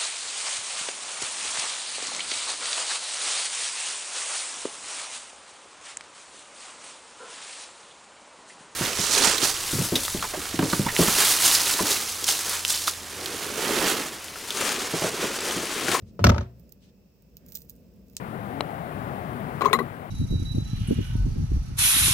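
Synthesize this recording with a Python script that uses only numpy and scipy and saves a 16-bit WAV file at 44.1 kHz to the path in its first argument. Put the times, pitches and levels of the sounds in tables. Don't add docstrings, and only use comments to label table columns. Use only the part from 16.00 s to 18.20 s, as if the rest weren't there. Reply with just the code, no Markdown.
import sys
import numpy as np
from scipy import signal
from scipy.fft import rfft, irfft
from scipy.io import wavfile
from scipy.ndimage import uniform_filter1d

SR = 44100
rng = np.random.default_rng(int(sys.argv[2]) if len(sys.argv) > 2 else 0)


def boost(x):
    u = np.asarray(x, float) / 20
    return 10 ** u


def bounce(signal):
    frames = np.transpose(np.atleast_2d(signal))
    limited = np.clip(frames, -1, 1)
    pcm = np.round(limited * 32767).astype(np.int16)
    wavfile.write(sys.argv[1], SR, pcm)


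N = 97020
SIDES = np.array([[1], [-1]])

# (f/Hz, level/dB)
RUMBLE_COLOUR = [(30, -20.5), (55, 6), (90, -4.5), (120, -5), (183, 1), (240, -4), (320, -12.5),
                 (480, -10.5)]
# (t/s, level/dB)
RUMBLE_LEVEL = [(0, -50), (.7, -55.5), (1.1, -59), (1.5, -54.5), (2.2, -51.5)]
# (f/Hz, level/dB)
HISS_COLOUR = [(320, -34), (550, -4.5), (1330, -22), (2800, -27), (4480, -25.5), (7940, -27.5),
               (10600, -43), (15100, -20), (16700, -36)]
# (f/Hz, left minus right/dB)
HISS_PAN = [(700, 4), (3000, -7), (8000, -3), (15000, -10.5)]
# (f/Hz, width/Hz, level/dB)
WHINES = [(2603, 210, -80.5), (5240, 660, -78.5), (7690, 160, -90.5), (15200, 340, -80.5)]
# (f/Hz, width/Hz, level/dB)
DRONES = [(180.66, 16, -72.5), (454, 8.3, -75.5)]

# (t/s, peak level/dB, brightness/dB, left minus right/dB)
SNAPS = [(.597, -56, -3, -21.5), (0.6929, -51, 14, 2), (0.721, -43, 4, -1.5), (0.723, -44.5, -2, -22),
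         (1.2224, -53.5, 4, -8.5), (1.3688, -29, -7, 1), (1.4631, -43.5, 6, -0.5), (1.486, -43, 2, 13.5),
         (1.4902, -41.5, 1.5, -5), (1.521, -28.5, -1.5, -1.5), (1.5447, -32.5, -3, -0.5),
         (1.552, -28.5, 13, 8.5), (1.5541, -27.5, 2, -11), (1.5567, -23, -4, -1), (1.561, -28, -3, 9),
         (1.572, -35.5, -17, 10), (1.5846, -49, -7, -3.5), (1.6186, -35, 4.5, 2),
         (1.6908, -44.5, -9.5, 3.5), (1.6961, -37, 16.5, -0.5), (1.703, -33.5, 4, 3),
         (1.7542, -51.5, 7.5, 8), (1.7633, -53, 8, -1), (1.9612, -63.5, 15.5, 0), (2.0721, -55.5, -4.5, 7),
         (2.0837, -51.5, 3, 4), (2.0986, -46, -6, -6), (2.1332, -45, -4, 6.5), (2.1509, -45, -11, 4.5),
         (2.167, -23.5, -30, 4), (2.1672, -28, -12, -3.5), (2.176, -38, -20, 0.5)]
# (f/Hz, level/dB)
SNAP_COLOUR = [(800, -25), (2000, -22.5), (4000, -7.5), (6500, -5.5), (8500, -7.5), (10500, -9.5),
               (15000, 3.5), (16600, -11)]
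# (f/Hz, left minus right/dB)
SNAP_PAN = [(700, 1.5), (1290, 7.5), (2380, -3.35), (4400, -4), (8120, -3), (11000, -8), (15000, -15.5)]
# (t/s, level of the fine crackle/dB)
GRIP = [(0, -67), (.05, -95), (.09, -115), (.13, -71), (.56, -75), (.6, -66.5), (.66, -74), (.72, -69.5),
        (.8, -83), (1.42, -73.5), (1.48, -61), (1.54, -51.5), (1.57, -43), (1.63, -62), (1.75, -70),
        (2.04, -77), (2.13, -64), (2.2, -90)]
# (delay/s, level/dB)
WALL_ECHOES = [(.0012, -9), (.0026, -11), (.0041, -12), (.0058, -17)]
# (start t/s, length/s, level/dB, centre f/Hz)
SLIDES = [
    (0.052, 0.069, -57, 4300),
    (0.795, 0.12, -58, 3690),
    (1.386, 0.2, -66.5, 1614),
]
# (t/s, level/dB, f/Hz, time to fall 60 dB/s)
POCKETS = [(.1925, -29.5, 890, .03), (.1935, -41, 2300, 0.011), (.2435, -10.5, 1292, .045),
           (.2445, -22, 709, .035), (.268, -16, 1110, 0.035), (.2715, -13.5, 613, 0.046),
           (.2945, -14, 1305, 0.035), (.298, -19.5, 569, .06), (.317, -23, 912, 0.046),
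           (.319, -24.5, 1243, 0.024), (.322, -20, 557, 0.057), (.346, -32, 887, 0.055),
           (.347, -29, 1310, 0.029), (.363, -27, 920, 0.031), (.365, -24, 564, 0.015),
           (.3825, -32, 895, 0.071), (.384, -31.5, 1630, 0.028), (.41, -43.5, 890, 0.051),
           (.411, -39, 1300, 0.036), (.453, -53.5, 1333, 0.073)]

# (t/s, rim level/dB, crack level/dB, boom level/dB, rim tilt/dB per octave)
KNOCKS = [(.0205, -48, -62.5, -46, 0.1), (.062, -73, -77, -52, 0.1), (.192, -15, -43, -31, -4),
          (.198, -32, -55.5, -31.5, -4.5), (.208, -52, -69.5, -23, 0.1), (0.2417, -3, -12.5, -11, 3.2),
          (0.2465, -9.5, -24.5, -16, -0.45), (.2665, -11, -23.5, -11.5, 0.3), (.2695, -20, -22, -18, -0.2),
          (.288, -19, -32, -23.5, -3), (0.2929, -13.5, -20.5, -16.5, -4.5), (.297, -10.5, -26, -22.5, -1),
          (.318, -13.5, -43.5, -36, 1), (.3452, -20.5, -39.5, -44.5, 6), (.362, -16.5, -45.5, -26, -1),
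          (.367, -26.5, -65, -47, 7), (.381, -18.5, -31, -27, 6), (.4087, -23, -43, -38.5, -3),
          (.4135, -30.5, -50, -37, 11)]
# (t/s, level/dB, f/Hz, time to fall 60 dB/s)
THUDS = [(0.0221, -27.5, 106, 0.079), (0.0651, -40, 86.5, .15), (0.198, -28.5, 105, 0.071),
         (0.2093, -16.5, 100.3, 0.4), (0.248, -4, 87, .12), (0.2693, -9, 148.8, .05),
         (0.2761, -3, 102.7, 0.18), (.2995, 0.5, 102.5, 0.06), (0.3247, -10, 77.5, 0.14),
         (0.388, -12.5, 85, 0.1), (0.4175, -26.5, 94.9, 0.17)]
SINK_HZ = [54, 64, 79, 101, 121, 179, 218, 254, 373]
# (level/dB, time to fall 60 dB/s)
SINK_RING = [(-22, 0.45), (-18, 0.69), (-6.5, 0.22), (-12, 0.13), (-7.5, 0.57), (-1, 0.13), (-5, 0.16),
             (-3.5, 0.15), (-11, 0.36)]
BOWL_HZ = [465, 520, 576, 620, 685, 905, 1050, 1190, 1297, 1385, 1450, 1650, 2220, 2720]
# (level/dB, time to fall 60 dB/s)
BOWL_RING = [(-4, 0.047), (-8.5, 0.076), (-2, 0.069), (-9.5, 0.07), (-22.5, .4), (-4, 0.078), (-10, 0.031),
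             (-4.5, 0.014), (1.5, 0.039), (-2.5, .035), (-5.5, 0.052), (-8.5, 0.037), (-11, 0.031),
             (-8, .035)]
# (f/Hz, level/dB)
CRACK_COLOUR = [(450, 0), (1000, -3), (2200, -1.5), (3000, -3), (4200, -2.5), (6200, -2.5), (7500, -18.5),
                (9500, -30.5)]
# (f/Hz, left minus right/dB)
KNOCK_PAN = [(250, 0), (380, -2.5), (700, -.4), (1290, 6), (2380, .4), (4400, -3), (15000, -12)]
# (f/Hz, level/dB)
SPLASH_COLOUR = [(6000, -9.5), (8000, -3), (10500, -12), (13000, -4), (15200, 0.5), (16500, -11.5)]
# (f/Hz, level/dB)
ROOM_COLOUR = [(250, -4.5), (600, 6.5), (900, -0.5), (1500, -6.5), (3000, -13), (6000, -24.5)]


def on_log(points, hz):
    p = np.array(points, float)
    return np.interp(np.log(hz + 1), np.log(p[:, 0] + 1), p[:, 1])


def colour(x, spectrum, pan=((1, 0), (2, 0)), skirt_db=12):
    hz = np.arange(4097) * SR / 8192
    below = spectrum[0][0] / (hz + 1)
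    above = hz / spectrum[-1][0]
    db = on_log(spectrum, hz) - skirt_db * np.log2(np.maximum(below, np.maximum(above, 1)))
    cepstrum = irfft(np.log(boost(db + SIDES * on_log(pan, hz) / 2)))
    cepstrum[:, 1:4096] *= 2
    cepstrum[:, 4097:] = 0
    h = irfft(np.exp(rfft(cepstrum)))
    h = h / np.sqrt(np.mean(np.sum(h ** 2, axis=1)))
    return signal.fftconvolve(x * np.ones((2, 1)), h, axes=1)[:, :N]


def band(x, hz, width_hz):
    b, a = signal.iirpeak(min(hz, .45 * SR), hz / width_hz, SR)
    return signal.lfilter(b, a, x) * np.sqrt(SR / np.pi / width_hz)


def strikes(times, db):
    x = np.zeros(N)
    np.add.at(x, np.clip((np.asarray(times) * SR).astype(int), 0, N - 1), boost(db))
    return x


def fade(x, tau_s):
    return signal.lfilter([1], [1, -np.exp(-1 / (tau_s * SR))], x)


def ring(x, modes, contact_s, shares):
    t = np.arange(SR // 2) / SR
    push = np.sin(np.pi * np.clip(t / contact_s, 0, 1)) ** 2
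    h = 0
    for share, (f, db, t60) in zip(shares, modes):
        h = h + share * boost(db) * np.sin(2 * np.pi * f * t) * np.exp(-np.log(1000) * t / t60)
    pushed = signal.fftconvolve(x, push / push.sum())[:N]
    return signal.fftconvolve(pushed * np.ones_like(h[..., :1]), h, axes=-1)[..., :N]


def walk(rate):
    k = int(SR / rate)
    w = np.repeat(rng.standard_normal(N // k + 1), k)
    w = uniform_filter1d(uniform_filter1d(w, k), k)[:N]
    return (w - w.mean()) / w.std()


def lag(x, left_s, right_s):
    return np.array([np.roll(c, int(s * SR)) for c, s in zip(x, (left_s, right_s))])


def lean(hz, sign):
    half_db = on_log(KNOCK_PAN, hz) / 2
    return np.array([[boost(half_db)], [sign * boost(-half_db)]])


def kitchen():
    t = np.arange(N) / SR
    mid, side = rng.standard_normal((2, N))
    low_noise = mid + boost(-10) * SIDES * side
    rumble = colour(low_noise, RUMBLE_COLOUR + [(680, -21.5), (800, -38.0)], skirt_db=4)
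    rumble = rumble * boost(np.interp(t, *np.array(RUMBLE_LEVEL).T) + 1.2 * walk(19))
    hiss = colour(rng.standard_normal((2, N)), HISS_COLOUR, HISS_PAN)
    hiss = hiss * boost(-71.5 - 0.84 + 0.27 * walk(0.68))
    drones = sum(boost(db) * band(low_noise, f, w) for f, w, db in DRONES)
    whines = sum(boost(db) * band(rng.standard_normal((2, N)), f, w) for f, w, db in WHINES)
    return rumble + drones + hiss + whines


def sliding_fingers():
    t = np.arange(N) / SR
    out = np.zeros((2, N))
    for start, length, db, hz in SLIDES:
        swell = np.sin(np.pi * np.clip((t - start) / length, 0, 1))
        rub = band(band(rng.standard_normal((2, N)), hz, hz * 1.3), hz, hz * 1.3) / 3
        out += boost(db) * swell * rub
    return out * boost(1.9 * walk(29.28))


def tick_in_basin(x, tick, tail):
    tick_s, basin_s, basin_db = .00035, .011, -19.5
    echoed = x + sum(boost(g) * lag(x, d, 0.45 * d) for d, g in WALL_ECHOES)
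    short = fade(echoed, tick_s) * (np.sign(tick[0]) + 0.12 * SIDES * tick[1])
    return short + boost(basin_db) * np.sqrt(fade(x ** 2, basin_s / 2)) * tail


def snapping_films():
    crackle_per_s, bright_hz = 1040, 9630
    s, db, bright_db, pan_db = np.array(SNAPS).T
    dull = np.array([strikes(s, db - bright_db / 2 + side * pan_db / 2) for side in (1, -1)])
    bright = np.array([strikes(s, db + bright_db / 2 + side * pan_db / 2) for side in (1, -1)])
    grip_db = np.interp(np.arange(N) / SR, *np.array(GRIP).T)
    crackle = (rng.random(N) < crackle_per_s / SR) * boost(grip_db)
    tick, tail = rng.standard_normal((2, N)), rng.standard_normal((2, N))
    below = tick_in_basin(dull + crackle, tick, tail)
    above = tick_in_basin(bright + crackle, tick, tail)
    split = signal.butter(4, bright_hz, fs=SR, output="sos")
    both = signal.sosfilt(split, below) + above - signal.sosfilt(split, above)
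    return lag(colour(both, SNAP_COLOUR, SNAP_PAN) * boost(-1.0), 0, 0.00016)


def air_pockets():
    glide_per_s, lead_rad = 1.5, .6
    out = np.zeros((2, N))
    t = np.arange(SR // 10) / SR
    for s, db, hz, t60 in POCKETS:
        phase = 2 * np.pi * hz * t * (1 + glide_per_s * t / 2)
        tone = np.sin(phase + SIDES * lead_rad) * np.minimum(hz * t, 1) * boost(db - 60 * t / t60)
        start = int(s * SR)
        out[:, start:start + len(t)] += tone * boost(SIDES * on_log(KNOCK_PAN, hz) / 2)
    return out


def room_answer():
    t60_s, build_s, level_db = .28, 0.0027, -24.5
    s, rim_db = np.array(KNOCKS).T[:2]
    power = fade(fade(strikes(s, rim_db) ** 2, t60_s / np.log(1e6)), build_s)
    wash = boost(level_db) * np.sqrt(power / (0.0034 * SR))
    return colour(wash * rng.standard_normal((2, N)), ROOM_COLOUR)


def sink_thuds():
    both_sides = [-np.ones((2, 1))]
    thud = sum(ring(strikes([s], [db]), [(f, 0, t60)], .002, both_sides) for s, db, f, t60 in THUDS)
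    return signal.lfilter(*signal.butter(1, 60, "high", fs=SR), thud)


def basin_boom():
    s, boom_db = np.array(KNOCKS).T[[0, 3]]
    modes = [(f, *m) for f, m in zip(SINK_HZ, SINK_RING)]
    shares = [(-1) ** k * lean(f, 0.87) for k, f in enumerate(SINK_HZ)]
    return ring(strikes(s, boom_db), modes, 0.0031, shares)


def contact_crack():
    crack_s, tail_s, tail_db, tail_hz = .003, 0.013, -20, 3500
    splash_s, splash_db, splash_slope = 0.0054, -11.5, 1.7
    s, crack_db = np.array(KNOCKS).T[[0, 2]]
    hardest = crack_db.max()
    hits = strikes(s, crack_db)
    mid, side = rng.standard_normal((2, N))
    noise = mid + .6 * SIDES * side
    tail = boost(tail_db + 5.8 * walk(250)) * fade(hits, tail_s)
    rough = signal.lfilter(*signal.butter(1, tail_hz, fs=SR), 2 * tail * noise)
    crack = colour(fade(hits, crack_s) * noise + rough, CRACK_COLOUR, KNOCK_PAN)
    splash = fade(strikes(s, splash_db + splash_slope * (crack_db - hardest) + hardest), splash_s)
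    splash = colour(splash * rng.standard_normal((2, N)), SPLASH_COLOUR, KNOCK_PAN)
    return lag(crack + splash, .00005, 0)


def bowl_rim():
    tap_s, softening_s = .00028, .000018
    spot_db, spot_detune = 2.5, .006
    shares = [-lean(f, (-1) ** k if f < SR / 25 else 1) for k, f in enumerate(BOWL_HZ)]
    hardest = max(knock[2] for knock in KNOCKS)
    out = np.zeros((2, N))
    for s, rim_db, crack_db, _, tilt_db in KNOCKS:
        if rim_db <= -55:
            continue
        modes = []
        for f, (db, t60) in zip(BOWL_HZ, BOWL_RING):
            u, v = rng.standard_normal(2)
            level = db + spot_db * v + tilt_db * np.log2(f / 1000)
            modes.append((f * (1 + spot_detune * u), level, t60))
        contact_s = tap_s + softening_s * (hardest - crack_db)
        out += ring(strikes([s], [rim_db]), modes, contact_s, shares)
    return boost(-11) * out


def knocking_bowl():
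    return bowl_rim() + contact_crack() + basin_boom() + sink_thuds() + room_answer()


def scene():
    return kitchen() + sliding_fingers() + snapping_films() + air_pockets() + knocking_bowl()


def band_limit(x):
    return signal.sosfilt(signal.butter(12, 16820, fs=SR, output="sos"), x)


def record(dry):
    x = signal.sosfilt(signal.butter(3, 48, "high", fs=SR, output="sos"), dry)
    x = np.tanh(0.58 * x) / 0.6
    x = signal.sosfilt(signal.ellip(6, .2, 30, 15950, fs=SR, output="sos"), x)
    return band_limit(x)


dry = scene()
out = record(dry)
bounce(out)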